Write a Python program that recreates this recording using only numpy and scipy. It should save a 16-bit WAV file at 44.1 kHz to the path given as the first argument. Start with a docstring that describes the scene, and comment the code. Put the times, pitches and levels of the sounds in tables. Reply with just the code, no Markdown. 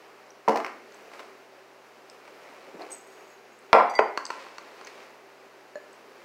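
"""A small, bare room: two people eat and drink at a wooden table, close to a microphone standing on it.
A plastic tumbler lands and rattles on its rim; a gulp and a squeak of suction at a mug follow, then the
mug comes down hard and sets the table top ringing. A fork clinks, knocks and pokes about in a plastic
food tray, among wet mouth clicks. An appliance hums behind it all; a limiter holds the loudest blows."""
import sys
import numpy as np
from scipy import signal
from scipy.io import wavfile
from scipy.ndimage import uniform_filter1d, minimum_filter1d

SR = 44100
rng = np.random.default_rng(int(sys.argv[2]) if len(sys.argv) > 2 else 0)


def unload_audio(sound):
    """Save the sound as a 16-bit wav file, at the path given as the first command line argument."""
    columns = np.transpose(np.atleast_2d(sound))
    # keep every value between -1 and 1, then stretch to whole-number steps
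    steps = np.round(np.clip(columns, -1, 1) * 32767)
    wavfile.write(sys.argv[1], SR, steps.astype(np.int16))


N = 275580

# blows on the table: t/s, force/dB, contact cutoff/Hz, thud pitch/ratio, ring trim/dB, room send/dB
TABLE_BLOWS = [(0.4784, -6.5, 800, 1.023, 4.5, -1.5), (0.4931, -17, 640, 0.43, 0, 1.5),
               (0.546, -19.5, 895, 0.99, -4, 0.5), (.556, -13, 800, 0.83, 4.5, -2.5),
               (3.73, 6.5, 4800, 1.237, 0, -7), (3.7493, 0, 1600, 0.96, -27, -2.5),
               (3.8, -9, 1550, 1.028, 2, -0.5), (3.9895, -10.5, 3560, 1.57, -8, -6),
               (3.9916, -1, 1582, 0.79, -2.5, -8)]
# short thud at the point of contact: f/Hz, level/dB, t60/s
THUD_MODES = [(538, -3.5, 0.047), (786, 2, 0.026), (1129, 3, 0.01), (1830, -4, 0.014), (2590, -12, 0.0057),
              (4070, -9, 0.004)]
# long ring of the table top: f/Hz, level/dB, t60/s
TOP_MODES = [(215, -13, .3), (255, -14, .33), (339, -10, .33), (447, 2, .3), (475, -8, .25), (532, -5, .32),
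             (608, -3, .36), (706, -4, .35), (725, -3, .38), (777, -4, .45), (802, -8, .4), (834, -8, .42),
             (883, -4, .35), (935, -2, .38), (981, 1, .36), (1024, -1, .34), (1053, 0, .38), (1150, -6, .3),
             (1222, -6, .42), (1327, -6, .36), (1367, -3, .3), (1475, -13, .3), (1690, -11, .3),
             (1914, -9, .25), (2035, -15, .3), (2326, -15, .3), (2460, -13, .28), (2610, -17, .28)]
# EQ of the wood's crack: f/Hz, level/dB
WOOD_EQ = [(60, -39), (250, 4), (900, 4.5), (2500, 14.5), (3500, -2), (5000, -3), (8000, -10.5),
           (15000, -7)]
def table_knocks(ring_db=-9, crack_db=-12, radiate_hz=330):
    """Blows thud and set the top ringing; soft contact dulls them. Returns direct sound and room send."""
    direct, send, top = np.zeros(N), np.zeros(N), ring(TOP_MODES)
    for s, db, cutoff_hz, pitch, ring_trim_db, send_db in TABLE_BLOWS:
        thud = ring([(hz * pitch, level, t60) for hz, level, t60 in THUD_MODES])
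        thud += amp(crack_db) * crack(WOOD_EQ, t60=0.025)
        contact = signal.butter(2, cutoff_hz, fs=SR)
        add(direct, s, amp(db) * signal.lfilter(*contact, thud + amp(ring_db + ring_trim_db) * top))
        add(send, s, amp(db + send_db) * signal.lfilter(*contact, thud))
    # a small table top radiates little bass into the room
    return direct, signal.lfilter(*signal.butter(2, radiate_hz, "high", fs=SR), send)


# the tumbler's rim clacks on the wood, landing and settling: t/s, level/dB, brightness/(dB/octave)
RIM_CLACKS = [(.4832, -26.5, 5), (.4852, -29, 6), (.602, -22.5, -8.5), (.6465, -20, -6), (.664, -34, 6)]
# force of the rocking in between, easing and picking up again: t/s, level/dB
ROCK_ENVELOPE = [(.493, -25.5), (.507, -34), (.546, -42), (.559, -26.5)]
# dry click of the rim: f/Hz, level/dB, t60/s
RIM_MODES = [(1160, 13, 0.0084), (2190, 13, 0.011), (2880, 8, 0.016), (4360, 4.5, 0.011), (5700, -6, .007),
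             (8150, -23, 0.0064)]
# hollow note of the tumbler's body: f/Hz, level/dB, t60/s
BODY_MODES = [(218.5, -9, 0.36), (444.5, -5, 0.33), (727, -4, 0.27), (900, 2, 0.23), (986, 5.5, 0.15)]
def tumbler(rock_start_s=0.493, rock_hz=75.3, rock_count=7, rock_tilt_db=4):
    """The hollow body rings as it lands, then it rocks on its rim and settles. Returns rim and body."""
    body = np.zeros(N)
    landing_s = TABLE_BLOWS[0][0]
    add(body, landing_s, amp(-12.5) * ring(BODY_MODES))
    times = rock_start_s + np.arange(rock_count) / rock_hz
    rocking = [(s, np.interp(s, *np.transpose(ROCK_ENVELOPE)), rock_tilt_db) for s in times]
    return plastic_hits(RIM_CLACKS + rocking, RIM_MODES, crack_db=-3.5), body


# fork taps on the food tray: t/s, level/dB, brightness/(dB/octave)
TRAY_TAPS = [(3.9925, -29, 11), (4.175, -13.5, 0.5), (4.3032, -20.5, -2.5), (4.3053, -20.5, -0.5),
             (4.466, -33, -3), (4.5828, -26, 2), (4.812, -32.5, 0), (4.8712, -32.5, 8.5)]
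# dead knock of the tray: f/Hz, level/dB, t60/s
TRAY_MODES = [(338, -10, 0.011), (1020, -0.5, 0.013), (1160, -4, 0.024), (1370, 0, 0.0078),
              (2000, 0, 0.0039), (2780, -8, 0.0085), (4390, -11, 0.015), (6100, -14.5, 0.0056),
              (7900, -23.5, 0.0042)]
def tray_taps():
    """The fork pokes the thin plastic tray, which stops ringing almost at once."""
    return plastic_hits(TRAY_TAPS, TRAY_MODES, crack_db=-13)


# EQ of a tick on plastic: f/Hz, level/dB
PLASTIC_EQ = [(100, -11), (900, 6.5), (2500, 6.5), (3500, -9.5), (5500, -1.5), (8000, -16.5), (15000, -23)]
def plastic_hits(hits, modes, crack_db):
    """Light hits on a thin shell: quickly damped modes, and a tick that grows with brightness."""
    out = np.zeros(N)
    for s, db, tilt_db in hits:
        tick = amp(crack_db + tilt_db) * crack(PLASTIC_EQ, t60=0.029)
        add(out, s, amp(db) * (ring(modes, tilt_db) + tick))
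    return out


# the fork rings freely: t/s, level/dB, brightness/(dB/octave), tine note/dB
FORK_CLINKS = [(3.897, -37.5, 3, -8.5), (3.938, -36, -6, -30), (3.953, -26.5, -3.5, 1)]
# shimmer of the steel: f/Hz, level/dB, t60/s
FORK_MODES = [(1992, -11, .75), (2128, -15, .85), (3375, -24, .3), (5905, -11, .11), (6562, -22, .25),
              (7698, -16, .08), (9620, -27, .07), (10750, -26, .07), (12330, -29, .13)]
def fork_clinks(tine_hz=4727, tine_t60=0.22):
    """Steel rings long; the tines sing out only when they are struck themselves."""
    out = np.zeros(N)
    for s, db, tilt_db, tine_db in FORK_CLINKS:
        add(out, s, amp(db) * ring(FORK_MODES + [(tine_hz, tine_db, tine_t60)], tilt_db))
    return out


# short sharp clicks: lip smacks, and light ticks of a fork or bracelet near 4.25 s: t/s, level/dB, f/Hz, upper
# resonance/Hz, its relative level/dB, t60/s
SHORT_CLICKS = [(.305, -42.5, 5720, 6300, -7, 0.015), (.923, -43, 4400, 6500, 1, .006),
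                (.945, -45, 6150, 7950, -1, .015), (2.0993, -35, 5200, 8240, -7, 0.0066),
                (2.82, -36.5, 4200, 5000, -10, .014), (3.59, -49, 7800, 9500, -2, .012),
                (4.2532, -23.5, 4800, 6260, -4, 0.014), (4.2546, -32, 7700, 8600, -5, 0.0083),
                (4.2656, -26, 4500, 7900, -9, .008), (4.849, -38, 6200, 6870, -9, 0.0084),
                (4.8735, -35.5, 2200, 4900, -9, 0.027), (5.756, -26.5, 597, 1724, -8.5, 0.087),
                (5.7567, -41.5, 4260, 6940, -2, 0.018), (5.93, -48, 8060, 6500, -6, 0.016)]
def short_clicks():
    """Short clicks ring in two resonances: small wet cavities pop, the smaller the higher, and near 4.25 s a
    fork or bracelet ticks lightly."""
    out = np.zeros(N)
    for s, db, hz, upper_hz, upper_db, t60 in SHORT_CLICKS:
        add(out, s, amp(db) * ring([(hz, 0, t60), (upper_hz, upper_db, t60)]))
    return out


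# soft gurgles of one swallow: t/s, level/dB, f/Hz, length/s
GULP_GURGLES = [(2.67, -44.5, 523, 0.021), (2.738, -40, 457, 0.022), (2.785, -36, 393.3, 0.027),
                (2.797, -37, 665, 0.032), (2.861, -51, 690, 0.012)]
# throat resonances in each gurgle: pitch/ratio, level/dB
THROAT_MODES = [(1, 0), (0.71, -17), (2.7, -18)]
def gulp(width_hz=160):
    """Pockets of air squeezed down the throat: each is a soft swell of unsteady tone."""
    out = np.zeros(N)
    for s, db, hz, length in GULP_GURGLES:
        t = np.arange(round(3 * length * SR)) / SR
        squeeze = (2 * t / length) ** 2 * np.exp(2 - 4 * t / length)
        for ratio, mode_db in THROAT_MODES:
            wander = np.cumsum(rng.standard_normal(len(t))) * np.sqrt(2 * np.pi * width_hz / SR)
            phase = 2 * np.pi * ratio * hz * t + uniform_filter1d(wander, size=40)
            add(out, s, amp(db + mode_db) * squeeze * np.sin(phase))
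    return out


# pulls of suction at the mug's rim: t/s, level/dB, starting f/Hz, t60/s
SUCTION_PULLS = [(2.902, -50, 8450, .05), (2.913, -41, 8130, 0.1), (2.96, -54.5, 7830, 0.18),
                 (3.064, -65, 8220, 0.61), (3.272, -69.5, 7700, 0.36), (3.515, -73, 7650, .3)]
def rim_squeak(sag_hz_per_s=1500, hiss_db=-13, flutter_db=3):
    """Air whistles fitfully through two thin gaps between lip and rim; each pull sags in pitch."""
    t = np.arange(N) / SR
    tones, suction = np.zeros(N), np.zeros(N)
    for s, db, hz, t60 in SUCTION_PULLS:
        pull = amp(db) * swell(s, length=0.018, rise_s=0.0083, t60=t60)
        tones += pull * fuzzy_tone(hz - sag_hz_per_s * np.clip(t - s, 0, t60), width_hz=260)
        suction += pull
    flutter = unit_rms(amp(flutter_db * np.clip(fuzzy_tone(0, width_hz=110), -2, 1)))
    # the second, wider gap holds one pitch and follows the suction only in part
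    gap_tone = fuzzy_tone(6650, width_hz=240) + amp(-10) * fuzzy_tone(12000, width_hz=2000)
    wide_gap = amp(-31) * suction ** 0.53 * gap_tone
    hiss = amp(hiss_db) * suction * fuzzy_tone(6200, width_hz=1300)
    return flutter * (tones + hiss + wide_gap)


# drags of the fork: t/s, length/s, level/dB
FORK_DRAGS = [(4.28, 0.13, -52), (4.45, 0.35, -61), (4.83, 0.2, -58)]
def fork_scrape(grit_db=4, grit_hz=4200):
    """The fork drags through food and over plastic: uneven slips with a gritty band in the treble."""
    drag = slips(FORK_DRAGS, grains_per_s=1100, spread_db=2.5)
    grit = signal.lfilter(*signal.iirpeak(grit_hz, 1, fs=SR), drag)
    return drag + amp(grit_db) * grit


# handling and sipping moves: t/s, length/s, level/dB
HANDLING_STROKES = [(1.11, 0.12, -51.5), (2.25, 0.065, -60), (2.4, 0.41, -56), (2.79, 0.14, -52)]
# light handling ticks: t/s, level/dB
HANDLING_TICKS = [(1.116, -42), (1.1359, -34.5), (1.194, -32.5), (1.202, -34), (2.252, -41), (2.2776, -38)]
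# EQ of the ticks and of all friction grains: f/Hz, level/dB
FRICTION_EQ = [(100, -28.5), (450, 6.5), (1100, 2.5), (1700, -4), (2300, 0), (3400, -12), (4600, -12),
               (8000, -21.5), (15000, -35)]
def handling_rustle():
    """Hands and cups rustle softly, with a few light ticks."""
    out = slips(HANDLING_STROKES, grains_per_s=560, spread_db=0)
    for s, db in HANDLING_TICKS:
        tick = crack(FRICTION_EQ, t60=0.041)
        add(out, s, amp(db) * tick / abs(tick).max())
    return out


def slips(strokes, grains_per_s, spread_db):
    """Friction: tiny slips at random moments, swelling under each stroke."""
    size = amp(spread_db * np.minimum(rng.exponential(1, N), 4)) * rng.choice([-1., 1.], N)
    slipping = rng.random(N) < grains_per_s / SR
    grains = unit_rms(equalise(size * slipping, FRICTION_EQ))
    return grains * sum(amp(db) * swell(s, length, rise_s=0.02, t60=0.33) for s, length, db in strokes)


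# reverb time by band: f/Hz, t60/s
ROOM_DECAY = [(150, 0.94), (500, 0.39), (1000, 0.45), (2500, 0.53), (5000, 0.37), (9000, 0.34),
              (16000, 0.37)]
# EQ of the reverb: f/Hz, level/dB
ROOM_EQ = [(60, -30), (160, -26), (230, -6), (330, 1), (480, -0.5), (900, 3), (1600, -1), (2500, -5.5),
           (4500, -3), (9000, -1), (16000, -6)]
def room(send, build_s=0.006, reflections=4000):
    """Dense reflections off bare walls build up, then die at their own speed in each band."""
    spacing = SR // reflections
    arrivals = np.arange(reflections) * spacing + rng.integers(0, spacing, reflections)
    echoes = np.zeros(SR)
    echoes[arrivals] = rng.choice([-1., 1.], reflections)
    hz, t, bands = signal.stft(echoes, SR, nperseg=256)
    tail = signal.istft(bands * decay(t, curve_at(ROOM_DECAY, hz)[:, None]), SR)[1][:SR]
    tail *= 1 - np.exp(-(np.arange(SR) / SR / build_s) ** 2)
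    return signal.oaconvolve(send, equalise(tail / np.linalg.norm(tail), ROOM_EQ))[:N]


# EQ of the appliance's rush: f/Hz, level/dB
RUSH_EQ = [(20, -68), (90, -35), (150, -20), (210, -7.5), (300, -6), (400, 0.5), (700, -2.5), (1500, -7.5),
           (2600, -11), (3400, -19.5), (4600, -18.5), (6300, -23), (9000, -31), (16000, -33.5)]
# its hum, one pure tone and then two fuzzy ones: f/Hz, level/dB
HUM_TONES = [(132, -67), (388, -62.5), (598, -70.5)]
def appliance(rush_db=-52, waver_db=0.94):
    """A household appliance hums under a steady rush whose level wavers slightly."""
    t = np.arange(N) / SR
    waver = sum(np.sin(2 * np.pi * (hz * t + rng.random())) / np.sqrt(hz)
                for hz in np.geomspace(0.5, 12, 20))
    rush = unit_rms(equalise(rng.standard_normal(N), RUSH_EQ))
    rush *= amp(rush_db - waver_db * unit_rms(waver))
    pure_hz, pure_db = HUM_TONES[0]
    hum = amp(pure_db) * np.sqrt(2) * np.sin(2 * np.pi * pure_hz * t)
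    return rush + hum + sum(amp(db) * fuzzy_tone(hz, width_hz=15) for hz, db in HUM_TONES[1:])


def ring(modes, tilt_db=0):
    """A struck object: damped modes of alternating sign, tilted in dB per octave; peak 1."""
    t = np.arange(SR * 3 // 4) / SR
    out = sum((-1) ** k * amp(db + tilt_db * np.log2(hz)) * decay(t, t60) * np.sin(2 * np.pi * hz * t)
              for k, (hz, db, t60) in enumerate(modes))
    return out / abs(out).max()


def crack(eq, t60):
    """Countless short-lived modes: a burst of dying noise."""
    t = np.arange(SR * 3 // 4) / SR
    return equalise(rng.standard_normal(len(t)) * decay(t, t60), eq)


def fuzzy_tone(hz, width_hz):
    """A band of noise carried along a pitch curve; rms 1."""
    noise = rng.standard_normal(N) + 1j * rng.standard_normal(N)
    flutter = signal.lfilter(*signal.butter(2, width_hz / 2, fs=SR), noise)
    carrier = np.exp(2j * np.pi * np.cumsum(hz * np.ones(N)) / SR)
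    return unit_rms((flutter * carrier).real)


def swell(s, length, rise_s, t60):
    """Envelope of one gesture: it rises, holds to the end of its length, and dies away."""
    t = np.arange(N) / SR - s
    return np.clip(t / rise_s, 0, 1) * decay(np.maximum(t - length, 0), t60)


def decay(t, t60):
    """Falls 60 dB every t60 seconds."""
    return np.exp(-np.log(1000) * t / t60)


def equalise(x, eq):
    """Minimum-phase filter that follows an EQ curve."""
    log_gain = np.log(amp(curve_at(eq, abs(np.fft.fftfreq(4096, 1 / SR)))))
    taps = np.fft.ifft(np.exp(np.conj(signal.hilbert(log_gain)))).real
    return signal.oaconvolve(x, taps)[:len(x)]


def curve_at(points, hz):
    """Reads a curve on a log-frequency axis."""
    f, value = np.transpose(points)
    return np.interp(np.log(hz + 1), np.log(f + 1), value)


def amp(db):
    """Decibels to gain."""
    return 10 ** (np.asarray(db) / 20)


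def unit_rms(x):
    """Scales to rms 1."""
    return x / np.sqrt(np.mean(x ** 2) + 1e-20)


def add(mix, s, sound):
    """Mixes a sound in at time s."""
    part = mix[round(s * SR):][:len(sound)]
    part += sound[:len(part)]


def scene():
    """Mono mix: the close sounds, their reverb and the appliance bed."""
    knocks, knock_send = table_knocks()
    rim, body = tumbler()
    # sound, room send/dB
    layers = [(rim, -2.5), (tray_taps(), -6), (fork_clinks(), -7.5), (short_clicks(), -6.5),
              (gulp(), -4.5), (rim_squeak(), -9), (handling_rustle(), -7.5), (fork_scrape(), 0.5)]
    direct = knocks + body + sum(sound for sound, _ in layers)
    send = knock_send + sum(amp(send_db) * sound for sound, send_db in layers)
    return (direct + room(send) + appliance())[None]


def record(dry, shelf_hz=175, shelf_db=-26, knee=1.03, ceiling_db=-1.7, release_db_per_s=380):
    """A bass-cut shelf, slight overload, a fast peak limiter, then a steep high cut."""
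    low_cut = signal.butter(4, shelf_hz, "high", fs=SR, output="sos")
    x = signal.sosfilt(low_cut, dry[0]) + amp(shelf_db) * dry[0]
    x -= 0.5 * np.maximum(x - knee, 0)  # one-sided overload puts a low thump under the hardest blow
    over_db = np.maximum(20 * np.log10(abs(x) + 1e-9) - ceiling_db, 0)
    release_db = np.arange(N) * release_db_per_s / SR
    reduction_db = np.maximum.accumulate(over_db + release_db) - release_db
    x *= uniform_filter1d(minimum_filter1d(amp(-reduction_db), size=31), size=31)
    high_cut = signal.firwin(511, cutoff=15850, window=("kaiser", 9), fs=SR)
    return signal.oaconvolve(x, high_cut, "same")[None]


dry = scene()
out = record(dry)
unload_audio(out)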